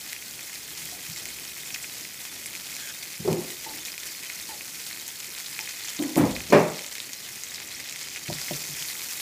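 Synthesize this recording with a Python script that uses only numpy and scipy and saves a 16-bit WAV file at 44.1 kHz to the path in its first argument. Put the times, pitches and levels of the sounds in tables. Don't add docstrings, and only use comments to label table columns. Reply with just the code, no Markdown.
import sys
import numpy as np
from scipy import signal
from scipy.fft import rfft, irfft
from scipy.io import wavfile
from scipy.ndimage import map_coordinates

SR = 44100
rng = np.random.default_rng(int(sys.argv[2]) if len(sys.argv) > 2 else 0)


def wav_record(signal):
    frames = np.transpose(np.atleast_2d(signal))
    bounded = np.clip(frames, -1, 1)
    quanta = np.round(bounded * 32767).astype(np.int16)
    wavfile.write(sys.argv[1], SR, quanta)


N = 406161

# (time [s], fizz level [dB])
BOIL = [(0, -43), (.6, -41.5), (2.2, -41.5), (2.798, -40.5), (3.402, -41.5), (3.9, -40.5), (5.2, -41),
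        (5.699, -39), (6.9, -39.5), (7.15, -43), (7.6, -39.5), (8.4, -39.5), (9.21, -38)]
PLOP_HZ = 2320


def undb(db):
    return 10 ** (np.asarray(db) / 20)


def unit(x):
    return x / np.sqrt(np.mean(x ** 2))


def on_log_axis(hz, points, column=1):
    points = np.array(points)
    return np.interp(np.log(hz + 1), np.log(points[:, 0]), points[:, column])


def envelope(points):
    return undb(np.interp(np.arange(N) / SR, *np.transpose(points)))


def colour(x, points, size=4096):
    cepstrum = irfft(np.log(undb(on_log_axis(np.fft.rfftfreq(size, 1 / SR), points))))
    cepstrum[1:size // 2] *= 2
    cepstrum[size // 2 + 1:] = 0
    return signal.fftconvolve(x, irfft(np.exp(rfft(cepstrum))))[:len(x)]


def walk(rate_hz):
    knots = rng.standard_normal(4096) * np.sqrt(1.5)
    return np.interp(np.arange(N) / SR * rate_hz, np.arange(4096), knots)


def add(out, s, sound):
    start = max(int(s * SR), 0)
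    out[start:start + len(sound)] += sound[:N - start]


def filtered(x, hz, kind):
    return signal.sosfilt(signal.butter(2, hz, kind, fs=SR, output="sos"), x)


def noise_band(hz, width, size):
    edges = np.minimum([hz / (1 + width / 2), hz * (1 + width / 2)], SR / 2 - 1)
    return unit(filtered(rng.standard_normal(size), edges, "band"))


def bursts(s, gain, hz, cycles, size=128):
    index = np.ceil(s * SR).astype(int)[:, None] + np.arange(size)
    turns = (index / SR - s[:, None]) * np.minimum(hz, SR / 3)[:, None]
    waves = gain[:, None] * np.exp(-turns / cycles) * np.sin(2 * np.pi * turns)
    return np.bincount(index.ravel(), waves.ravel(), N)[:N]


def swarm(activity_db, low_hz, high_hz, cycles, spread_db, count, size):
    when, pitch, chance, side = rng.random((count, 4)).T
    activity = undb(activity_db)
    s = np.searchsorted(np.cumsum(activity) / activity.sum(), when) / SR
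    rarity = -np.log(chance + 25 / count)
    gain = undb(spread_db * rarity) * np.sign(side - .5)
    return unit(bursts(s, gain, low_hz * (high_hz / low_hz) ** pitch, cycles, size))


def spurts(low_hz, high_hz, spread_db, last_s, count, size=7):
    when, pitch, chance = np.repeat(rng.random((count, 3)), size, axis=0).T
    late, detune = rng.random((count * size, 2)).T
    s = when * N / SR - last_s * np.log(1 - late)
    hz = low_hz * (high_hz / low_hz) ** pitch * (1 + 0.047 * (detune - .5))
    rarity = -np.log(chance + 15 / count)
    return unit(bursts(s, undb(spread_db * rarity - 7 * late), hz, cycles=2.4))


def fizz():
    # (time [s], level [dB])
    spray_levels = [(0, -43.5), (5.6, -42.5), (6.6, -45.5), (8.22, -46), (8.48, -39.5), (8.85, -39),
                    (9.21, -38.5)]
    # (time [s], level [dB])
    tilt_levels = [(7.4, -50), (7.9, -47), (8.45, -42), (8.8, -40), (9.21, -58)]
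    flurry = .8 * walk(60) + .6 * walk(16)
    fat = swarm(2.5 * flurry, 1950, 2650, cycles=1.8, spread_db=3.7, count=3000, size=160)
    crackle = swarm(2.4 * flurry + 1.4 * walk(90), 2940, 9000,
                    cycles=0.6, spread_db=3.8, count=32000, size=64)
    spray = swarm(1.5 * flurry + walk(120), 8500, 14500, cycles=0.3, spread_db=2.6, count=60000, size=24)
    chains = spurts(3100, 8200, spread_db=3.4, last_s=.0022, count=1000)
    fine_chains = spurts(8500, 14500, spread_db=3.0, last_s=.0012, count=900)
    whole = swarm(flurry, 3010, 7800, cycles=22, spread_db=3.1, count=700, size=1000)
    running = swarm(2 * flurry, 4600, 6900, cycles=2.8, spread_db=3.2, count=12000, size=96)
    middle = undb(-7.4) * fat + undb(-2.4) * crackle + undb(-6.3) * chains + undb(-9.5) * whole
    treble = undb(2) * spray + undb(-20.5) * fine_chains
    return middle * envelope(BOIL) + treble * envelope(spray_levels) + running * envelope(tilt_levels)


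def lesser_spits(count=120, size=2, lag_s=.018, plop_share=.55, tick_hz=5400):
    when = np.repeat(rng.random(count), size)
    kind, strength, detune, late, sharpness = rng.random((count * size, 5)).T
    steam = np.cumsum(envelope(BOIL) ** 2)
    s = np.searchsorted(steam / steam[-1], when) / SR - lag_s * np.log(1 - late)
    hz = np.where(kind < plop_share, PLOP_HZ, tick_hz) * np.exp(0.15 * (2 * detune - 1))
    db = -30.5 - 2.5 * np.log(strength + .07)
    return np.column_stack([s, db, hz, db + 12 * sharpness ** 2])


def spits(drops=6, drop_lag_s=.006, snap_hz=5400, spatter_hz=12000):
    # (time [s], bubble level [dB], resonance [Hz], snap level [dB])
    loud_spits = [(.1304, -17, 2110, -8.5), (.1641, -21, 2500, -25.5), (.2243, -23, 2325, -18),
                  (.3929, -23, 2400, -23), (.8546, -11, 12500, -24), (.8735, -24, 3130, -20),
                  (1.2556, -21, 2190, -9), (1.387, -22, 2500, -23), (1.7055, -20.5, 2430, -20),
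                  (1.7443, -10, 5470, -21), (1.7469, -16, 2670, -11), (1.7608, -20, 2000, -17),
                  (1.8439, -18.5, 2500, -28), (2.0515, -20.5, 2300, -19), (2.4595, -21, 2180, -11),
                  (2.5373, -24, 2325, -20), (2.552, -19, 2370, -13), (2.5624, -25, 2240, -15),
                  (2.6685, -22, 2630, -17), (2.766, -25, 2200, -11), (3.1326, -27, 2100, -15),
                  (3.3294, -18.5, 2400, -8), (3.8523, -8.5, 6160, -9), (3.883, -20, 2380, -19),
                  (3.9792, -17.5, 2450, -13), (4.3001, -16.5, 2210, -19), (4.3995, -16, 4460, -21.5),
                  (4.6095, -18.5, 2500, -26), (4.8991, -32, 2070, -25), (4.9117, -20, 2240, -29),
                  (5.0792, -10, 13000, -28), (5.2027, -15, 6300, -24), (5.4014, -27, 1900, -13),
                  (5.5911, -11.5, 2390, -14), (5.6752, -21, 2430, -22), (5.828, -19, 3830, -24),
                  (5.8372, -16, 4000, -24), (5.8748, -20.5, 2540, -15), (5.8922, -15, 6760, -24),
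                  (6.158, -19, 2200, -8), (6.3646, -14, 2370, -14), (6.4054, -16.5, 2500, -25),
                  (6.7917, -24, 2200, -17), (6.9535, -21, 2160, -12), (6.9823, -23, 2070, -13),
                  (7.0022, -11.5, 3700, -27), (7.133, -11, 6450, -22), (7.4359, -11.5, 6760, -30),
                  (7.5457, -13, 5170, -23), (7.8, -32, 2070, -14), (7.925, -21, 2370, -12),
                  (7.9605, -21.5, 2150, -15), (8.161, -16.5, 2370, -22), (8.1749, -19, 2500, -20),
                  (8.2809, -18, 2540, -26), (8.3291, -13, 3780, -24), (8.3855, -20.5, 2020, -12),
                  (8.4153, -10, 5070, -28), (8.4833, -18.5, 2110, -20), (8.639, -23, 2250, -17),
                  (8.7856, -24, 2370, -17), (8.8251, -13, 3100, -19)]
    s, db, hz, snap_db = np.vstack([loud_spits, lesser_spits()]).T
    cycles = 1.92 * np.sqrt(PLOP_HZ / hz)[:, None]
    bubble = bursts(s, undb(db), hz, cycles, size=192)
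    snap = bursts(s, undb(snap_db), np.full(len(s), snap_hz), cycles=.45)
    spatter = bursts(s, undb(snap_db - 3), np.full(len(s), spatter_hz), cycles=.7)
    late, pitch, faintness = rng.random((len(s) * drops, 3)).T
    landing_s = np.repeat(s, drops) - drop_lag_s * np.log(1 - late)
    drop_db = np.repeat(db, drops) - 10 - 12 * faintness
    droplets = bursts(landing_s, undb(drop_db), 2200 + 6000 * pitch, cycles=1.6)
    return bubble - snap + spatter + droplets


def steam_jets(rise_s=0.003):
    # (time [s], level [dB], centre frequency [Hz])
    jets = [(0.551, -36, 4570), (0.775, -36, 5000), (1.127, -39, 4970), (2.461, -33, 9450),
            (5.459, -33, 3870), (5.608, -32, 5440), (5.848, -36, 6200), (5.963, -34, 5960),
            (6.349, -33, 4130), (6.5, -36.5, 6400), (6.952, -41, 4260), (8.411, -43, 5100)]
    out, t = np.zeros(N), np.arange(SR // 20) / SR
    swell = t / rise_s * np.exp(1 - t / rise_s)
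    for s, db, hz in jets:
        add(out, s, undb(db) * noise_band(hz, width=0.32, size=len(t)) * swell)
    return out


def sizzle(walls_db=-11.5, walls_t60_s=.07):
    # (frequency [Hz], gain [dB])
    pan_response = [(200, -18.5), (700, -7), (1200, -6), (1600, -3.5), (1950, -1), (2500, -3.5), (2850, -4),
                    (3600, -3), (4600, -1.5), (7300, 2), (9300, 0), (15000, 1)]
    # (frequency [Hz], gain [dB], T60 [s])
    pan_modes = [(2140, -9.5, 0.026), (2500, 0, 0.042), (3074, -0.5, 0.15), (4340, -10, 0.0093),
                 (5000, -18, 0.024), (7670, -22, .008)]
    source = colour(fizz() + spits() + steam_jets(), pan_response)
    direct = source.copy()
    for hz, db, t60 in pan_modes:
        q = np.pi * hz * t60 / np.log(1000)
        direct += undb(db) * signal.lfilter(*signal.iirpeak(hz, q, fs=SR), source)
    t = np.arange(SR // 3) / SR
    walls = rng.standard_normal(len(t)) * undb(-60 * t / walls_t60_s) * (t > .003)
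    wandering = map_coordinates(direct, [np.arange(N) - .0004 * SR * walk(30)], mode="mirror")
    return direct + undb(walls_db) * signal.fftconvolve(wandering, walls / np.linalg.norm(walls))[:N]


def flame(level_db=-52):
    # (frequency [Hz], relative spectral density [dB])
    spectrum = [(20, -25), (42, -20), (62, -1.5), (90, -4.5), (135, 1.5), (190, -0.5), (340, 0), (480, -5),
                (750, -9.5), (1200, -13.5), (3000, -5.5), (15000, -52)]
    rush = unit(colour(rng.standard_normal(N), spectrum))
    return rush * undb(level_db + 1.4 * walk(14) + .4 * walk(2.1))


def kitchen_tail(t):
    # (frequency [Hz], level [dB], T60 [s])
    room = [(30, -9, 0.44), (80, -5, 0.94), (147, -5, 0.8), (450, 2, 0.59), (815, -2, 0.77),
            (1400, -9, 0.56), (2400, -4, 0.53), (3060, -11.5, 0.18), (6040, -7, 0.9), (15000, -12, .15)]
    hz = np.fft.rfftfreq(len(t), 1 / SR)
    spectrum = rfft(rng.standard_normal(len(t))) * undb(on_log_axis(hz, room))
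    octave = np.round(np.log2(np.maximum(hz, 32)))
    return sum(irfft(spectrum * (octave == k), len(t))
               * undb(-60 * t / on_log_axis(2 ** k, room, column=2)) for k in np.unique(octave))


def blow(modes, top_hz, room_db, rise_s, length=1, favoured_hz=0, favour_db=0):
    t = np.arange(2 ** 15) / SR
    ring = sum(undb(db - 60 * t / (t60 * length)) * np.sin(2 * np.pi * (hz * t + rng.random()))
               for hz, db, t60 in modes)
    x = unit(ring) + undb(room_db) * unit(kitchen_tail(t / length))
    x *= 1 - np.exp(-t / rise_s)
    if favoured_hz:
        x += undb(favour_db) * filtered(x, [max(favoured_hz - 50, 20), favoured_hz + 50], "band")
        x = filtered(x, 0.4 * favoured_hz, "high")
    x = filtered(x, min(top_hz, SR / 3), "low")
    return x / np.sqrt(np.mean(x[:SR // 20] ** 2))


def drawer(contact_cycles=2):
    # (frequency [Hz], level [dB], base T60 [s])
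    wood_modes = [(67, -27, .4), (124.4, -1.5, 0.4), (163, 4, 0.53), (208, -3.5, 0.56), (295.7, 1, 0.34),
                  (354.4, -3.5, 0.5), (379.5, -1, 0.27), (495, -1, 0.66), (521, -2, 0.74), (576, 1, 0.13),
                  (625, -8, 0.36), (710, -5, 0.71), (850, -9, 0.53), (1014, -3, 0.33), (2110, -9, 0.15),
                  (2560, -11, 0.2)]
    # (time [s], level [dB], favoured frequency [Hz], emphasis [dB], T60 [ratio], cutoff [Hz])
    wood_sounds = [(.79, -55, 165, 16, 0.98, 100), (1.087, -44.5, 137, 16, 0.26, 200),
                   (3.194, -39, 192, -15, 0.37, 190), (3.246, -28.5, 385, 11.5, 0.53, 520),
                   (3.274, -25.5, 377, 6, 0.78, 764), (3.285, -31.5, 143, 3, 0.56, 300),
                   (3.296, -30.5, 245, 5.5, 0.85, 400), (3.383, -35.5, 378, 15, 0.099, 350),
                   (3.7, -50, 313, 19, 0.77, 110), (5.988, -27, 292, 14.5, 1.2, 770),
                   (6.162, -26.5, 288, -6, 0.21, 770), (6.174, -18.5, 288, 13, 0.58, 1150),
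                   (6.191, -31.5, 85, 11, 1.1, 400), (6.201, -25, 204, 3, 0.9, 700),
                   (6.235, -23, 250, 9.5, 0.47, 800), (6.495, -32.5, 400, 2, 0.52, 330),
                   (6.523, -15, 606, 5.5, 0.79, 1690), (6.527, -14, 421, 5.5, 0.66, 1800),
                   (6.556, -25.5, 168, 28, 0.55, 260)]
    # (time [s], level [dB], pitch [ratio])
    shifts = [(.92, -50, .8), (3.662, -42, 0.99), (3.69, -47, .97), (4.488, -45.5, 1), (4.517, -48, 0.93),
              (5.592, -49, .98)]
    # (base frequency [Hz], level [dB], T60 [s])
    content_modes = [(335, -2, 0.25), (367, -5.5, 0.31), (640, -22, 0.18), (792, -2, 0.28),
                     (870, 1.5, 0.11), (894, 12, 0.16), (1012, -5, 0.18)]
    out = np.zeros(N)
    for s, db, favoured_hz, favour_db, length, top_hz in wood_sounds:
        wood = blow(wood_modes, top_hz, room_db=5.5, rise_s=contact_cycles / top_hz,
                    length=length, favoured_hz=favoured_hz, favour_db=favour_db)
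        add(out, s, undb(db) * wood)
    for s, db, pitch in shifts:
        modes = [(hz * pitch, mode_db, t60) for hz, mode_db, t60 in content_modes]
        add(out, s, undb(db) * blow(modes, top_hz=1300, room_db=-4, rise_s=0.002))
    return out


def squeak():
    # (time [s], pitch [Hz], level [dB])
    glide = [(2.74, 1740, -77), (2.8, 1710, -45), (2.87, 1596, -48), (2.905, 1625, -40), (2.93, 1590, -78)]
    s, hz, db = np.transpose(glide)
    t = np.arange(N) / SR
    rough_hz = np.interp(t, s, hz) * (1 + .075 * walk(700))
    phase = 2 * np.pi * np.cumsum(rough_hz) / SR
    return (np.sin(phase) + 0.98 * np.sin(2 * phase)) * np.interp(t, s, undb(db), left=0, right=0)


def clacks():
    # (time [s], level [dB], centre frequency [Hz], T60 [s])
    collisions = [(6.024, -33, 8950, 0.051), (6.171, -25, 9900, .03), (6.178, -30, 11000, 0.13),
                  (6.181, -33, 1530, 0.44), (6.525, -30, 10400, 0.044), (6.527, -38, 3000, 0.11)]
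    out, t = np.zeros(N), np.arange(SR // 2) / SR
    for s, db, hz, t60 in collisions:
        add(out, s, undb(db - 60 * t / t60) * noise_band(hz, width=1, size=len(t)))
    return out


def grate():
    # (time [s], level [dB], cutoff [Hz])
    bumps = [(8.285, -36, 210), (8.298, -37, 2300), (8.318, -37, 190), (8.508, -33.5, 530),
             (8.685, -45, 140), (8.804, -53, 170)]
    # (frequency [Hz], level [dB], T60 [s])
    modes = [(137, 1.5, 0.28), (150, 3, 0.27), (174, 2, 0.13), (264, 2, 0.14), (342, 10, 0.1),
             (455, -4.5, .07), (593, 12, 0.074), (720, 15.5, 0.037), (940, 6.5, 0.055)]
    out = np.zeros(N)
    for s, db, top_hz in bumps:
        add(out, s, undb(db) * blow(modes, top_hz, room_db=-7, rise_s=0.0018))
    return out


def scene():
    return (sizzle() + drawer() + clacks() + squeak() + grate() + flame())[None]


def record(dry, top_hz=15350):
    low_pass = signal.ellip(12, .1, 90, top_hz, fs=SR, output="sos")
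    return signal.sosfilt(low_pass, np.clip(dry, -1, 1))


dry = scene()
out = record(dry)
wav_record(out)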